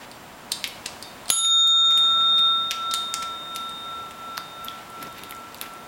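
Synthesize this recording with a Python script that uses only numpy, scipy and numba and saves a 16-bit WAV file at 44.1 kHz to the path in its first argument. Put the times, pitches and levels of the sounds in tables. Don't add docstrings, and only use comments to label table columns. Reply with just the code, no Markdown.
import sys
import numpy as np
from scipy import signal
from scipy.fft import rfft, irfft, next_fast_len
from scipy.io import wavfile
from scipy.ndimage import uniform_filter1d
from numba import njit

SR = 44100
rng = np.random.default_rng(int(sys.argv[2]) if len(sys.argv) > 2 else 0)


def generate_wav(sig):
    pcm = np.round(np.clip(np.atleast_2d(sig).T, -1, 1) * 32767).astype(np.int16)
    wavfile.write(sys.argv[1], SR, pcm)


N = 258867
T = np.arange(N) / SR

STRIKE_S, SWELL_S = 1.3016, 0.16
# frequency in Hz, split to the twin in Hz.
DOME_PAIRS = [(1342.6, 2.82), (3672.4, 1.405), (6845, 13), (10662, 4.6)]
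# level in dB, t60 in seconds, the twin's relative size,
# its t60 in seconds, opening swell in dB (negative: the tone starts loud and settles).
PAIR_RINGS = [(-26, 11.35, 0.27, 18.5, -7.5), (-8, 4.49, 0.11, 7.5, 13), (-12, 1.36, 0.66, 1.25, 1.5),
              (-7.5, 0.45, 0.73, 0.42, -2)]
# time in seconds, gain of the first pair in dB, gain of the second in dB.
DOG_SHADE = [(1.47, -0.5, 0), (1.66, 4.5, 1.5), (1.83, -0.5, 1), (2.01, 2, 2.5), (2.17, 2.5, -1),
             (2.45, 4.5, 4), (2.7, 1, -0.5), (2.775, 3.5, -7.5), (2.96, 2.5, 1.5), (3.2, 2.5, -7.5),
             (3.42, -0.5, 3.5), (3.7, 2, 0)]
# time in seconds, change of the split in Hz.
DOME_ROCKING = [(1.3, 7), (1.4, 1.5), (1.53, 1), (1.63, -3.5), (1.75, -1.5), (1.87, .5), (1.97, -4),
                (2.07, 1), (2.3, -2)]


def bell_ring():
    out, t = np.zeros(N), T[:N - int(STRIKE_S * SR)]
    times, first_db, second_db = np.transpose(DOG_SHADE)
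    shades_db = [np.interp(t + STRIKE_S, times, first_db), np.interp(t + STRIKE_S, times, second_db), 0, 0]
    rocking_hz = np.interp(t + STRIKE_S, *np.transpose(DOME_ROCKING))
    drift_cycles = [0, 0, np.cumsum(rocking_hz) / SR, 0]
    shimmer_db = [0, 0, 0.5 * wander(7.3)[:len(t)], 0]
    swell_left = np.maximum(1 - t / SWELL_S, 0)
    for i, (hz, split_hz) in enumerate(DOME_PAIRS):
        db, t60, twin_size, twin_t60, swell_db = PAIR_RINGS[i]
        mode = fade(t, t60) * np.sin(2 * np.pi * hz * t)
        twin_cycles = (hz + split_hz) * t + drift_cycles[i]
        twin = twin_size * amp(shimmer_db[i]) * fade(t, twin_t60) * np.sin(2 * np.pi * twin_cycles)
        gain = np.sqrt(2) * amp(db + shades_db[i] - swell_db * swell_left)
        add(out, STRIKE_S, gain * (mode - twin))
    add(out, STRIKE_S, amp(-25.5) * overtones(ring_share=0.93, tilt_db=7.5))
    return out


# frequency in Hz, relative level in dB, t60 in seconds.
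SHORT_MODES = [(3187, -14, .7), (3668, 0, .6), (3908, -12, .7), (4463, -2, .5), (4780, -11, .9),
               (4953, -3, .25), (6379, -4, .5), (8400, -6, .3), (9318, -6, .3), (9943, -12, .4),
               (10206, -7, .4), (10304, -4, .45), (11194, -3, .43), (14970, -15, .22), (15620, -12, .14)]


def overtones(ring_share, tilt_db):
    out, t = np.zeros(SR), T[:SR]
    twin_size, split_spread_hz = 0.97, 18
    for hz, db, t60 in SHORT_MODES:
        twin_hz = hz + split_spread_hz * rng.standard_normal()
        pair = np.sin(2 * np.pi * hz * t) + twin_size * np.cos(2 * np.pi * twin_hz * t)
        octaves = np.log2(hz / SHORT_MODES[0][0])
        out += amp(db + tilt_db * octaves) * fade(t, t60 * ring_share) * pair
    return out / np.hypot(1, twin_size)


# frequency in Hz, relative level in dB.
CRACK_SPECTRUM = [(30, -9), (200, -29), (600, -8.5), (1400, -4), (2500, -12.5), (3700, 6.5), (5200, -14),
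                  (6850, 2), (8500, -14), (10700, 9), (13000, -17), (16000, -14)]


def clapper():
    out = np.zeros(N)
    add(out, STRIKE_S, sized(colour(burst(t60=0.011), CRACK_SPECTRUM), db=7))
    add(out, STRIKE_S + 0.0026, sized(colour(burst(t60=0.01), CRACK_SPECTRUM), db=8.5))
    thump_spectrum = [(25, -1), (120, 0), (400, -6), (600, -3), (1500, -25)]
    add(out, STRIKE_S, sized(colour(burst(t60=0.014), thump_spectrum), db=-12))
    return out


# start in seconds, relative level in dB, share of the free ring time left by the paw.
PAW_NUDGES = [(0.1141, -43, 0.15), (0.515, -41, 0.02), (0.5186, -21, 0.29), (1.0256, -35, 0.9),
              (1.257, -45.5, 0.6), (1.282, -37, 0.95), (1.292, -32, 0.47)]


def paw_nudges():
    out = np.zeros(N)
    scrape_spectrum = [(700, -26), (2700, -14.5), (4500, 2.5), (5500, -9),
                       (7000, -13.5), (8700, -3.5), (12000, -19), (16000, -20.5)]
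    loudest_mode, free_t60 = np.sin(2 * np.pi * DOME_PAIRS[1][0] * T), PAIR_RINGS[1][1]
    for start, db, ring_share in PAW_NUDGES:
        add(out, start, sized(colour(burst(t60=0.024), scrape_spectrum), db + 12))
        add(out, start, amp(db - 9) * overtones(ring_share, tilt_db=-8))
        add(out, start, amp(db - 33) * fade(T, free_t60 * ring_share) * loudest_mode)
    return out


# start in seconds, relative level
# in dB, tilt in dB per octave, second claw's delay in seconds, its level against the first in dB.
FOOTFALLS = [(0.6414, -7.5, -0.5, 0.034, -13.5), (0.8575, -22.5, -1.5, 0.0033, 10.5),
             (1.3862, -12, 5, 0.0023, -12), (1.4486, -11.5, -2, .003, -16), (1.6728, -19, 5, 0.005, -4.5),
             (1.9075, -22, -2, 0.012, -2), (1.9755, -17, 0, 0.013, -8), (2.2083, -32, -6, 0.0028, -2),
             (2.381, -22.5, 1, .0092, 0), (2.7096, -9, 1, .0059, -5), (2.9122, -16, -2, .002, -16),
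             (2.9386, -6.5, 0.5, .002, -22), (3.1401, -8.5, 2.5, 0.0026, -18), (3.2224, -24, -2, .004, 7.5),
             (3.5493, -27.5, 2, 0.012, 11.5), (3.6937, -28, 2, 0.003, -18), (4.1091, -28.5, -5, .002, -13)]


def footsteps():
    out = np.zeros(N)
    for start, db, tilt_db, delay, second_db in FOOTFALLS:
        add(out, start, claw(db, tilt_db))
        add(out, start + delay, claw(db + second_db, tilt_db))
    return amp(-3.5) * out


# frequency in Hz, relative level in dB.
TICK_SPECTRUM = [(300, -21.5), (1000, -18), (2200, 0), (3800, 0), (6000, -3), (9000, -3), (13400, -14.5),
                 (16000, -20.5)]


def claw(db, tilt_db):
    skid = amp(-10.5) * burst(t60=0.046)
    grains = amp(2.2 * wander(1100)[:len(skid)])
    lowest_hz, scatter_db = TICK_SPECTRUM[0][0], 5.5
    spectrum = [(hz, level + tilt_db * np.log2(hz / lowest_hz) + scatter_db * rng.standard_normal())
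                for hz, level in TICK_SPECTRUM]
    tick = burst(t60=0.0061)
    return sized(colour(tick + skid * grains, spectrum), db)


# start in seconds, the mouth's relative level in dB,
# its resonance in Hz, its Q, the lip snap's relative level in dB.
MOUTH_SMACKS = [(4.372, -24.5, 3870, 2.5, -41), (4.378, -19.5, 5300, 2.5, -24.5),
                (4.3778, -13.5, 1530, 0.87, -42), (4.647, -38, 5000, 1, -23),
                (4.6836, -16.5, 3600, 3.7, -40), (5.0278, -31, 5000, 0.89, -25),
                (5.182, -35, 2500, 1, -33.5), (5.236, -27, 3740, 1.9, -29), (5.296, -40, 3000, 1, -33),
                (5.309, -29, 3000, 1.6, -23.5), (5.323, -24, 2000, 1.9, -44), (5.545, -28, 4100, 1, -30),
                (5.6134, -18.5, 2550, 1, -17)]
SNAP_HZ, SNAP_Q, SNAP_T60_S = 12300, 2.2, 0.0054


def chewing():
    out = np.zeros(N)
    for start, mouth_db, mouth_hz, mouth_q, snap_db in MOUTH_SMACKS:
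        add(out, start, click(mouth_db, mouth_hz, mouth_q, t60=0.01))
        add(out, start, click(snap_db, SNAP_HZ, SNAP_Q, SNAP_T60_S))
        add(out, start + 0.009, click(snap_db - 10, SNAP_HZ, SNAP_Q, SNAP_T60_S))
    for _ in range(16):
        start = rng.uniform(4.6, 5.75)
        hz = 2000 * (SNAP_HZ / 2000) ** rng.random()
        add(out, start, click(rng.uniform(-38.5, -34.5), hz, q=1.4, t60=SNAP_T60_S))
    return amp(-2.5) * out


def click(db, hz, q, t60):
    b, a = signal.iirpeak(hz, q, fs=SR)
    return sized(signal.lfilter(b, a, signal.lfilter(b, a, burst(t60))), db)


# start in seconds, length in seconds, coat rustle in dB, floor rumble in dB.
WEIGHT_SHIFTS = [(0, 0.061, -40.5, -62), (4.595, 0.29, -47, -63), (4.958, 0.15, -44.5, -43),
                 (5.098, 0.23, -47.5, -49.5), (5.591, 0.088, -38.5, -58)]


def shuffles():
    out = np.zeros(N)
    fur_spectrum = [(400, -10), (1400, 3.5), (2800, 1.5), (5000, -7.5), (11000, -19), (16000, -19)]
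    board_spectrum = [(40, -22), (130, -3), (260, 0), (500, -5), (1500, -32)]
    fur = unit(colour(rng.standard_normal(N) * amp(3.6 * wander(200)), fur_spectrum))
    boards = unit(colour(rng.standard_normal(N), board_spectrum))
    for start, length, fur_db, rumble_db in WEIGHT_SHIFTS:
        swell = np.sin(np.pi * np.clip((T - start) / length, 0, 1))
        out += swell * (amp(fur_db) * fur + amp(rumble_db) * boards)
    return out


def room(x, t60, wet_db):
    t = T[:SR]
    noise = rng.standard_normal(SR)
    early_spikes = np.exp(np.exp(-t / 0.023) * rng.standard_normal(SR) / 2)
    echoes = noise * early_spikes * fade(t, t60) * (t > 0.004)
    echoes = colour(echoes, [(200, -3.5), (3000, -2), (8000, -4.5), (15000, -8)])
    return amp(wet_db) * signal.fftconvolve(x, echoes / np.sqrt(np.sum(echoes ** 2)))[:N]


# frequency in Hz, relative level in dB.
HISS_SPECTRUM = [(15, -55), (25, -9.5), (223, 0.5), (405, -3), (714, -0.5), (1230, -2.5), (1330, -3),
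                 (1790, -6.5), (2910, -10), (4610, -16), (11600, -22), (12500, -26.5), (14800, -20),
                 (16000, -18.5)]
CAMERA_TONES_HZ = [240, 599, 719, 958, 7560, 15150, 15734]
CAMERA_TONES_DB = [-61.5, -63.5, -57, -58, -66, -82, -81]


def hiss_and_hum():
    out = unit(colour(rng.standard_normal(N), HISS_SPECTRUM)) * amp(-42.5 + 0.43 * wander(3))
    for hz, db in zip(CAMERA_TONES_HZ, CAMERA_TONES_DB):
        gain = np.sqrt(2) * amp(db + 1.1 * wander(4.2))
        cycles = np.cumsum(hz + 1.46 * wander(9)) / SR
        out += gain * np.sin(2 * np.pi * cycles)
    return out


def amp(db):
    return 10 ** (np.asarray(db) / 20)


def unit(x):
    return x / np.sqrt(np.mean(x ** 2))


def fade(t, t60):
    return np.exp(-np.log(1000) * t / t60)


def add(track, start, sound):
    i = int(start * SR)
    track[i:i + len(sound)] += sound[:N - i]


def colour(x, points):
    size = 2 * next_fast_len(len(x))
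    hz, db = np.transpose(points)
    freqs = np.maximum(np.arange(size // 2 + 1) * SR / size, 1)
    gains = amp(np.interp(np.log(freqs), np.log(hz), db))
    cepstrum = irfft(np.log(gains))
    cepstrum[1:size // 2] *= 2
    cepstrum[size // 2 + 1:] = 0
    return irfft(rfft(x, size) * np.exp(rfft(cepstrum)))[:len(x)]


def wander(rate_hz):
    span = int(SR / rate_hz)
    stairs = np.repeat(rng.standard_normal(N // span + 1), span)
    return unit(uniform_filter1d(uniform_filter1d(stairs, span), span)[:N])


def burst(t60, size=4096):
    return rng.choice([-1, 1], size) * fade(T[:size], t60)


def sized(x, db, size=32):
    return x * amp(db) * np.sqrt(size / np.sum(x ** 2))


@njit
def hold(level, release):
    out, held = np.empty(len(level)), 0.
    for i in range(len(level)):
        held = max(level[i], held * release)
        out[i] = held
    return out


def gain_control(x, top_db, attack_s, release_s):
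    pole = np.exp(-1 / (attack_s * SR))
    rms = np.sqrt(signal.lfilter([1 - pole], [1, -pole], x ** 2))
    level = hold(rms, np.exp(-1 / (release_s * SR)))
    return x / np.maximum(level / amp(top_db), 1)


def scene():
    strike, nudges, steps, mouth = clapper(), paw_nudges(), footsteps(), chewing()
    to_walls = amp(-3) * strike + amp(-2) * nudges + amp(-1.5) * steps + amp(-5.5) * mouth
    walls = room(to_walls, t60=0.5, wet_db=-6)
    return (bell_ring() + strike + nudges + steps + mouth + shuffles() + walls + hiss_and_hum())[None]


def record(dry):
    ducked = gain_control(dry[0], top_db=-17, attack_s=0.01, release_s=0.27)
    clipped = np.clip(ducked, -0.48, 0.48)
    top_cut = signal.ellip(8, 0.2, 70, 16000, fs=SR, output="sos")
    return signal.sosfilt(top_cut, clipped)[None]


dry = scene()
out = record(dry)
generate_wav(out)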